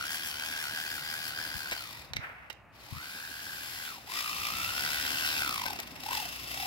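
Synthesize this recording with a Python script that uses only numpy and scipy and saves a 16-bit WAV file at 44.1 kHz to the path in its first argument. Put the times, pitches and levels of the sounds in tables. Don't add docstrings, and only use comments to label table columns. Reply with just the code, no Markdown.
import sys
import numpy as np
from scipy import signal
from scipy.fft import rfft, irfft
from scipy.io import wavfile
from scipy.ndimage import uniform_filter1d

SR = 44100
rng = np.random.default_rng(int(sys.argv[2]) if len(sys.argv) > 2 else 0)


def store_wav(level_fs):
    pcm = np.round(np.clip(np.atleast_2d(level_fs), -1, 1) * 32767)
    wavfile.write(sys.argv[1], SR, pcm.T.astype(np.int16))


N = 293706
T = np.arange(N) / SR
HZ = np.maximum(np.arange(N // 2 + 1) * SR / N, 1)

TEETH, FULL_SPEED = 21, 80
# start in seconds, target speed in turns per second, lag in seconds, base
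# levels of rattle and whine in dB, looseness (joint chatter as a ratio to the once-a-turn tick).
THROTTLE = [(-1.0, 78.8, .2, -30.9, -36.3, 1.2), (1.72, 0, .54, -30.8, -42.5, 1.2),
            (2.02, 0, .11, -31, -37.5, 1.6), (2.69, 50, .18, -32, -45, 1.7),
            (2.89, 78.5, .13, -32.2, -39.7, 2.4), (3.86, 22, .16, -33.3, -41, 2.0),
            (3.97, 28, .05, -36.5, -40, 1.7), (4.055, 57.5, .06, -27, -37.2, 1.6),
            (4.46, 77.5, .42, -28.2, -37.6, 1.4), (5.39, 14, .48, -29.5, -31, .5),
            (5.73, 21.7, .09, -32.5, -36, .6), (5.985, 52, .115, -31.5, -29.7, .55),
            (6.135, 24, .16, -26.7, -28.8, 1.1), (6.46, 37.5, .11, -26, -30.3, 1.3)]


def truck():
    # time in seconds, distance in metres, whine lift in dB, whine left minus right in dB,
    # hiss lift in dB, second and third harmonic in dB, side shown (-1 left, 0 nose, 1 right).
    path = [(.04, 2.15, 4, .5, -1, -1, -3, -1), (.11, 2.18, -1, .5, -.8, 0, -3, -1),
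            (.3, 2.3, -6, 0, -1, 0, -3, -1), (.55, 2.35, .6, -.5, -.8, 4, -1, -.95),
            (.9, 2.5, .5, -1, -.8, -2, 1, -.25), (1.5, 2.75, .8, -2.5, -2, -1, 4, 0),
            (1.78, 2.9, 1, -2.5, -1.2, -3, 4.5, 0), (2.2, 3.6, 0, -2, -1.5, -5, 0, 0),
            (3.2, 3.6, .4, -4.5, 0, -8, -6, 0), (3.6, 2.95, 0, -3, 1, -8, -7, .1),
            (3.7, 2.77, -4, -2.5, 1.4, -7, -7, .3), (3.81, 2.58, -6.5, -2.5, 1.3, -4, -7, .4),
            (3.86, 2.5, 0, -2.5, 1.2, -5, -7, .4), (4.3, 1.8, 1, -2, -.1, -4, -7, .7),
            (5.25, 1.4, -1, -1.8, -.9, -4, -7, .65), (5.8, 1.32, -.2, -1.3, -.4, -6, -7, .7),
            (6.15, 1.27, .3, -1, 1.5, -7, -7, 1)]
    # time in seconds, rattle's delay at the right port in samples.
    bearing = [(0, 9.5), (.9, 8), (1.6, 9), (2.2, 10), (3.7, 10), (4.2, 12), (4.7, 11.5), (5.3, 10),
               (5.8, 10), (6.2, 12)]
    kerb_s = 5.733
    crawl_speed, sing_speed = 24, 38
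    kept, strain_db, release_db = binding()
    speed = gear_speed() * kept
    rattle_db, whine_db, loose = gear_load()
    distance, aimed_db, pan_db, facing_db, second_db, third_db, side = curves(path)
    (lag,) = curves(bearing)
    rasp_db, shaken_db = rasps()
    decades = np.log10(speed / FULL_SPEED)
    turns = np.cumsum(speed) / SR
    turns = turns - np.interp(kerb_s, T, turns) + .03 * walk(26)
    moving = np.clip((speed - 3) / 12, 0, 1)
    singing = np.clip((speed - crawl_speed) / (sing_speed - crawl_speed), .15, 1)
    swell_db = release_db + .9 * walk(20)
    gears = whine(turns, speed, loose, side) * undb(whine_db + aimed_db + swell_db) * pan(pan_db)
    hiss_db = .8 + facing_db + 6 * decades + strain_db
    links_db = -17 + 6 * np.clip(side, 0, 1) + shaken_db
    frame = rattle(turns, loose, hiss_db, second_db, third_db + release_db, links_db, side, lag)
    drive = (gears * singing + frame * undb(rattle_db + rasp_db)) * undb(22 * decades)
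    return moving * (drive + tyres(decades)) / distance


def gear_speed():
    speed = np.zeros(N)
    for s, target, lag_s, *_ in THROTTLE:
        i = max(int(s * SR), 0)
        speed[i:] = speed[i] + (target - speed[i]) * np.tanh((T[i:] - s) / lag_s)
    return np.maximum(speed, 1)


def gear_load(take_up_s=.07):
    moves = np.array(THROTTLE)
    held = moves[np.searchsorted(moves[:, 0], T - take_up_s / 2) - 1, 3:]
    return uniform_filter1d(held, int(take_up_s * SR), axis=0).T


def binding(strain_s=.036, release_s=.05):
    # centre in seconds, half length in seconds,
    # share of speed lost, hiss lift in dB, whine lift in dB.
    binds = [(.015, .058, .14, 0, 1), (.165, .022, .025, 4, 1.5), (.34, .06, .105, 5, 3),
             (.505, .022, .015, 2, 2), (.675, .045, .1, 3.5, 3.5), (.845, .022, .02, 1.5, 1.5),
             (1.005, .045, .105, 4.5, 3.5), (1.165, .022, .02, 2.5, .5), (1.32, .048, .085, 4, 3.5),
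             (1.48, .022, .005, 2, 1), (1.645, .05, .07, 4.5, 1)]
    kept, strain_db, release_db = 1, 0, 0
    for s, half, sag, hiss_db, whine_db in binds:
        kept -= sag * np.exp(-np.abs((T - s) / half) ** 3)
        strain_db += hiss_db * np.exp(-((T - s + half) / strain_s) ** 2)
        release_db += whine_db * np.exp(-((T - s - half - release_s) / release_s) ** 2)
    return kept, strain_db, release_db


def tight_spot(turns, sharp, base, scatter_db):
    sizes = undb(scatter_db * rng.standard_normal(1000))
    swell = np.exp(sharp * (np.cos(2 * np.pi * turns) - 1))
    return unit(base + sizes[np.round(turns).astype(int) % 1000] * swell)


def whine(turns, speed, loose, side, forward_s=2.4):
    # frequency in Hz, gain in dB.
    case = [(400, -39.5), (750, -2.5), (980, 1.5), (1160, 0), (1380, 3.2), (1600, 3), (1800, -4),
            (3000, -16)]
    drag = np.where(T < forward_s, .3, 1.1) * (speed / FULL_SPEED) ** 2
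    wobble = (.1 + .24 * loose) * walk(260) + .3 * walk(22)
    play = .02 * loose ** 2 * walk(90)
    mesh = 2 * np.pi * TEETH * turns - drag * np.sin(2 * np.pi * turns) + wobble
    force = tight_spot(turns + play, sharp=3.2, base=.14 * loose, scatter_db=1.8)
    force *= undb((.4 + .7 * loose) * walk(300))
    tone = unit(colour(force * np.sin(mesh), case))
    right_delay_s = np.interp(side, (0, 1), (6.5, 8.5)) / SR
    return np.array([tone, np.interp(T - right_delay_s, T, tone)])


def overtones(turns, second_db, third_db):
    # frequency in Hz, gain in dB.
    cover = [(2500, -9), (4000, -5), (4380, 2.5), (4660, -3.5), (4950, 0), (5300, -1), (6500, -8)]
    mesh = 2 * np.pi * TEETH * turns
    second = undb(second_db + walk(12)) * np.sin(2 * mesh + .75 * walk(260))
    third = colour(undb(third_db + walk(12)) * np.sin(3 * mesh + .85 * walk(300)), cover)
    return tight_spot(turns, sharp=2.4, base=.25, scatter_db=1.8) * (second + third)


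def rattle(turns, loose, hiss_db, second_db, third_db, links_db, side, lag):
    # frequency in Hz, left and right gain in dB.
    spectrum = [(60, -67, -36), (493, -22.5, -24), (760, -2.5, -4), (1200, -11, -6), (1780, -7, -1.5),
                (2080, -2.5, -1), (2760, -2, 0), (3150, -1.5, -2.5), (3950, -2.5, -4), (4900, -2, -20),
                (5830, -4, -9), (8900, -9, -28), (10600, -5.5, -17), (15500, -7, -24)]
    # frequency in Hz, share of the power common to both ports.
    coherence = [(700, .9), (2000, .78), (4000, .55), (8000, .38)]
    teeth = 1 + .16 * np.cos(2 * np.pi * TEETH * turns)
    force = tight_spot(turns + .02, sharp=2.6, base=loose, scatter_db=1.2) / (loose + .3)
    force *= undb(.7 * walk(40))
    shared = np.interp(HZ, *np.transpose(coherence))
    common, own = ports(grit(1.5), lag), np.array([grit(1.5), grit(1.5)])
    grains = irfft(np.sqrt(shared) * rfft(common) + np.sqrt(1 - shared) * rfft(own), N)
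    harmonics = undb(-13.5) * ports(overtones(turns, second_db, third_db), lag)
    impacts = unit(force * teeth) * grains + harmonics
    at_ports = np.array([colour(ground_bounce(impacts[k]), spectrum, column=k) for k in range(2)])
    clatter = radiate(at_ports, side)
    hiss = irfft(rfft(clatter) / (1 + (6000 / HZ) ** 10), N)
    return clatter - hiss + undb(hiss_db) * hiss + undb(links_db) * jingle(force, lag)


def radiate(sound, side):
    # frequency and width in Hz, lift in dB from the left flank, the nose and the right flank.
    peaks = [(790, 260, 0, .5, -3), (1720, 200, 0, 0, -5), (1944, 150, 5.5, 5.5, 5.5),
             (2440, 180, 5, 5, -1), (2670, 170, -1.5, -2.5, 8), (3150, 200, 4, 1, 0),
             (3700, 160, -1.5, 1, 1), (4330, 240, 0, 6, -2), (4540, 180, 6, .5, 3), (4900, 200, 0, 5.5, -2),
             (5110, 200, -2, 2, 7), (5500, 220, 8.5, 3, 4.5), (6150, 500, -1.5, -4, -3),
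             (6800, 400, 2, 2.5, -.5), (9900, 700, 1.5, 1.5, -1), (11800, 400, 1, 1, 2),
             (13200, 900, -1, 2, 0)]
    spectrum, out = rfft(sound), 0
    for k, view in enumerate((-1, 0, 1)):
        lift_db = sum(db[k] / (1 + (2 * (HZ - f) / width) ** 2) for f, width, *db in peaks)
        weight = np.maximum(1 - np.abs(side - view), 0)
        out += weight * irfft(spectrum * undb(lift_db), N)
    return unit(out)


def jingle(force, lag, blows_per_s=55):
    # frequency in Hz, level in dB, 60 dB decay time in seconds,
    # left minus right in dB.
    links = [(1960, -4, .016, 0), (2720, -4, .012, 0), (3600, -1, .012, 3), (4560, -1, .011, 8),
             (5080, 0, .013, 12), (5420, -2, .011, 8)]
    out = 0
    for hz, db, t60, pan_db in links:
        struck = rng.random(N) < blows_per_s / SR
        blows = struck * force * rng.choice([-1, 1], N) * undb(1.5 * rng.standard_normal(N))
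        ring = signal.fftconvolve(blows, modes([(hz, db, t60)], T[:SR // 8]))[:N]
        out += ports(ring, lag) * pan(pan_db)
    return unit(out)


def rasps(edge_s=.03):
    # start and length in seconds, added rattle in dB, added link ringing in dB.
    jolts = [(.08, .12, 1.5, 0), (4.125, .11, 3, 2), (6.1, .1, 3.6, 6), (6.585, .06, 2, 3)]
    gates = [np.clip(np.minimum(T - s, s + length - T) / edge_s, 0, 1) for s, length, *_ in jolts]
    return np.array(jolts)[:, 2:].T @ np.array(gates)


def tyres(decades, cobbles_s=5.1):
    # frequency in Hz, gain in dB.
    spectrum = [(20, -36), (60, -9), (130, -3.5), (280, 3.5), (430, -6), (650, -4.5), (1200, -5.5),
                (4000, -45)]
    level_db = -51.8 + 8 * decades + 3.5 * (T > cobbles_s) + 2.5 * walk(25)
    roll = unit(colour(spread_noise(shared=.95, spread_db=2.15), spectrum))
    return roll * undb(level_db) * pan(-2.5)


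def scrub(start_s=2.18, end_s=2.53, edge_s=.06, decay_s=.05, bite_db=-42.3, slide_db=-53):
    # frequency in Hz, gain in dB.
    spectrum = [(30, -28), (300, -15), (700, -5), (1100, -4.5), (1500, 3), (2400, -2), (3000, -12),
                (3800, -22), (5500, -27), (7000, -34), (15000, -30)]
    age = T - start_s
    gate = np.clip(np.minimum(age, end_s - T) / edge_s, 0, 1)
    bite = undb(bite_db) * np.exp(-np.maximum(age - edge_s, 0) / decay_s)
    friction = unit(colour(spread_noise(shared=.3, spread_db=.5), spectrum)) * undb(walk(110))
    return friction * gate * (bite + undb(slide_db)) * pan(-.5)


def knocks_and_clacks():
    # start in seconds, relative level in dB, tilt in dB per octave, 60 dB decay time in
    # seconds, metal ring in dB, deck thud in dB, left minus right in dB.
    blows = [(1.7126, -23, 1.5, .018, -18, -25, 2), (1.7195, -22.5, -2.5, .045, -22, -6, 1),
             (1.7255, -25.5, -2, .03, -20, -7, 1), (1.731, -24.5, 2, .03, -15, -20, -1),
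             (2.1345, -25, -2.8, .016, -8, -25, -8), (2.1622, -33, 0, .02, -25, -28, 7),
             (2.1667, -22.5, -2.6, .02, -7, -28, -3.5), (2.4997, -30.5, -3, .04, -35, -18, -14),
             (2.5277, -42, 4, .02, -30, -30, 8), (5.418, -29, -5, .02, -30, -1, 0),
             (5.5575, -29, 0, .015, -20, -10, 1), (5.6345, -31, 0, .025, -20, -12, 1),
             (5.6564, -28, 1, .02, -22, -3, 5), (5.6635, -22, 3, .016, -24, -5, 7),
             (5.6764, -29, 0, .015, -20, -14, 1), (5.7015, -27, 3, .012, -25, -20, 5),
             (5.7314, -33, 2.5, .025, -22, -14, 1), (5.789, -29, -4.5, .06, -30, -14, -2),
             (5.8005, -28, 5.5, .018, -28, -25, 16), (6.1184, -28, -2, .02, -25, -2, 3),
             (6.1444, -28, 2, .015, -16, -20, 4), (6.1714, -28, 0, .02, -14, -20, 2),
             (6.2174, -29, 0, .012, -12, -22, 3), (6.2545, -28, 3, .01, -21, -22, 5)]
    # frequency and width in Hz, gain in dB.
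    chassis = [(890, 230, -9), (1500, 200, -7.5), (2260, 350, 10), (2750, 450, 1.5), (3750, 400, 1),
               (4850, 700, -7), (11600, 3700, -15)]
    # frequency in Hz, level in dB,
    # 60 dB decay time in seconds.
    metal = [(2630, -10, .016), (3780, -1, .016), (3990, -3, .022), (4560, -11, .014), (6600, -19, .012)]
    deck = [(810, -10.5, .04), (1000, -11, .03), (1530, -3.5, .04)]
    out, t = np.zeros((2, N)), T[:SR // 8]
    hz = np.arange(1, len(t) // 2 + 2) * SR / len(t)
    octaves = np.log2(np.maximum(hz, 500) / 3500)
    body = sum(undb(db) / (1 + 1j * (hz / f - f / hz) * f / width) for f, width, db in chassis)
    for s, db, tilt_db, t60, ring_db, thud_db, pan_db in blows:
        burst = rng.standard_normal(len(t)) * (undb(-60 * t / t60) + undb(-28 - 60 * t / .06))
        clack = irfft(rfft(burst) * body * undb(tilt_db * octaves), len(t))
        ring = undb(ring_db) * modes(metal, t) + undb(thud_db) * modes(deck, t)
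        impact = ports(clack / np.abs(clack).max() + ring) * undb(db + 1) * pan(pan_db)
        i = int(s * SR)
        out[:, i:i + len(t)] += impact[:, :N - i]
    return out


def squeals():
    # start and length in seconds, first and last frequency in Hz, peak level in dB.
    glides = [(2.95, .09, 1700, 2200, -47), (3.83, .075, 3200, 3720, -45)]
    out, jitter = 0, 1.1 * walk(400)
    for s, length, start_hz, end_hz, db in glides:
        along = np.clip((T - s) / length, 0, 1)
        phase = 2 * np.pi * np.cumsum(start_hz + (end_hz - start_hz) * along) / SR
        out += undb(db) * np.sin(np.pi * along) * np.sin(phase + jitter)
    return ports(out)


def ground_bounce(x, lag_s=.000618, drift=.22, share=.28):
    lag = lag_s * SR * np.exp(drift * walk(2.76))
    dull = signal.sosfilt(signal.butter(4, 4000, fs=SR, output="sos"), x)
    return x + share * np.interp(np.arange(N) - lag, np.arange(N), dull)


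def street(x, t60=.32, wet_db=-15.5):
    t = T[:SR // 2]
    tail = rng.standard_normal((2, len(t))) * undb(-60 * t / t60) * (t > .006)
    tail = signal.sosfilt(signal.butter(1, 4000, fs=SR, output="sos"), tail)
    tail /= np.sqrt(np.sum(tail ** 2, axis=1, keepdims=True))
    return x + undb(wet_db) * signal.fftconvolve(x, tail, axes=1)[:, :N]


def puffs():
    # centre in seconds, relative level in dB, half length in seconds.
    gusts = [(1.561, -33, 0.014), (2.119, -40.5, .012), (2.163, -33, 0.013), (2.194, -33.5, 0.0081),
             (2.928, -33, 0.01), (2.966, -40.5, .025)]
    swell = sum(undb(db) * np.exp(-((T - s) / half) ** 2) for s, db, half in gusts)
    air = rng.standard_normal(N) + 1.5 * rng.standard_normal((2, N))
    eddies = colour(air, [(20, -35), (70, -3.5), (140, -3.5), (220, -13), (400, -37), (1500, -58)])
    return unit(eddies) * swell * undb(-6) * pan(5.9)


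def town(hum_hz=60.8):
    # frequency in Hz, gain in dB.
    spectrum = [(15, -42), (30, -16), (60, 0.5), (130, 0.5), (200, -6), (400, -12), (700, -6), (1900, -11),
                (2700, -13.5), (3400, -31), (6000, -38.5), (15500, -42)]
    # time in seconds, relative level in dB.
    rumble_levels = [(0, -51), (1.4, -50), (2.1, -50.5), (2.6, -56.5), (3.3, -53.5), (4.1, -54), (4.6, -45),
                     (6.66, -52.5)]
    hum_levels = [(0, -88), (3, -70), (5, -75), (6.66, -57)]
    (rumble_db,), (hum_db,) = curves(rumble_levels), curves(hum_levels)
    noise = rng.standard_normal(N) + .68 * rng.standard_normal((2, N))
    rumble = unit(colour(noise, spectrum)) * pan(.5)
    phase = 2 * np.pi * hum_hz * T + walk(3.5)
    hum = (np.sin(phase) + .8 * np.sin(2 * phase)) * undb(hum_db + 3 * walk(5))
    return rumble * undb(rumble_db - 2.5 + walk(7.6)) + hum


def modes(table, t):
    return sum(undb(db - 60 * t / t60) * np.sin(2 * np.pi * hz * t) for hz, db, t60 in table)


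def grit(spread_db):
    sizes = undb(spread_db * rng.exponential(size=N // 16 + 1))
    return unit(rng.standard_normal(N) * np.repeat(sizes, 16)[:N])


def spread_noise(shared, spread_db):
    common, own = ports(grit(spread_db)), np.array([grit(spread_db), grit(spread_db)])
    return np.sqrt(shared) * common + np.sqrt(1 - shared) * own


def ports(x, lag=10):
    n = np.arange(len(x))
    return np.array([x, np.interp(n - np.round(lag), n, x, left=0)])


def pan(db):
    return undb(np.array([db, -db]).reshape(2, -1) / 2)


def walk(rate):
    return unit(irfft(rfft(rng.standard_normal(N)) / (1 + (HZ / (rate / 2)) ** 4), N))


def colour(x, points, column=0):
    hz, *db = np.transpose(points)
    return irfft(rfft(x) * undb(np.interp(np.log(HZ), np.log(hz), db[column])), N)


def curves(rows):
    s, *columns = np.transpose(rows)
    return [np.interp(T, s, c) for c in columns]


def unit(x):
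    return x / np.sqrt(np.mean(x ** 2))


def undb(db):
    return 10 ** (np.asarray(db) / 20)


def scene():
    return street(truck() + squeals() + scrub() + knocks_and_clacks()) + puffs() + town()


def record(dry):
    return signal.sosfilt(signal.ellip(12, .1, 80, 15850, fs=SR, output="sos"), dry)


dry = scene()
out = record(dry)
store_wav(out)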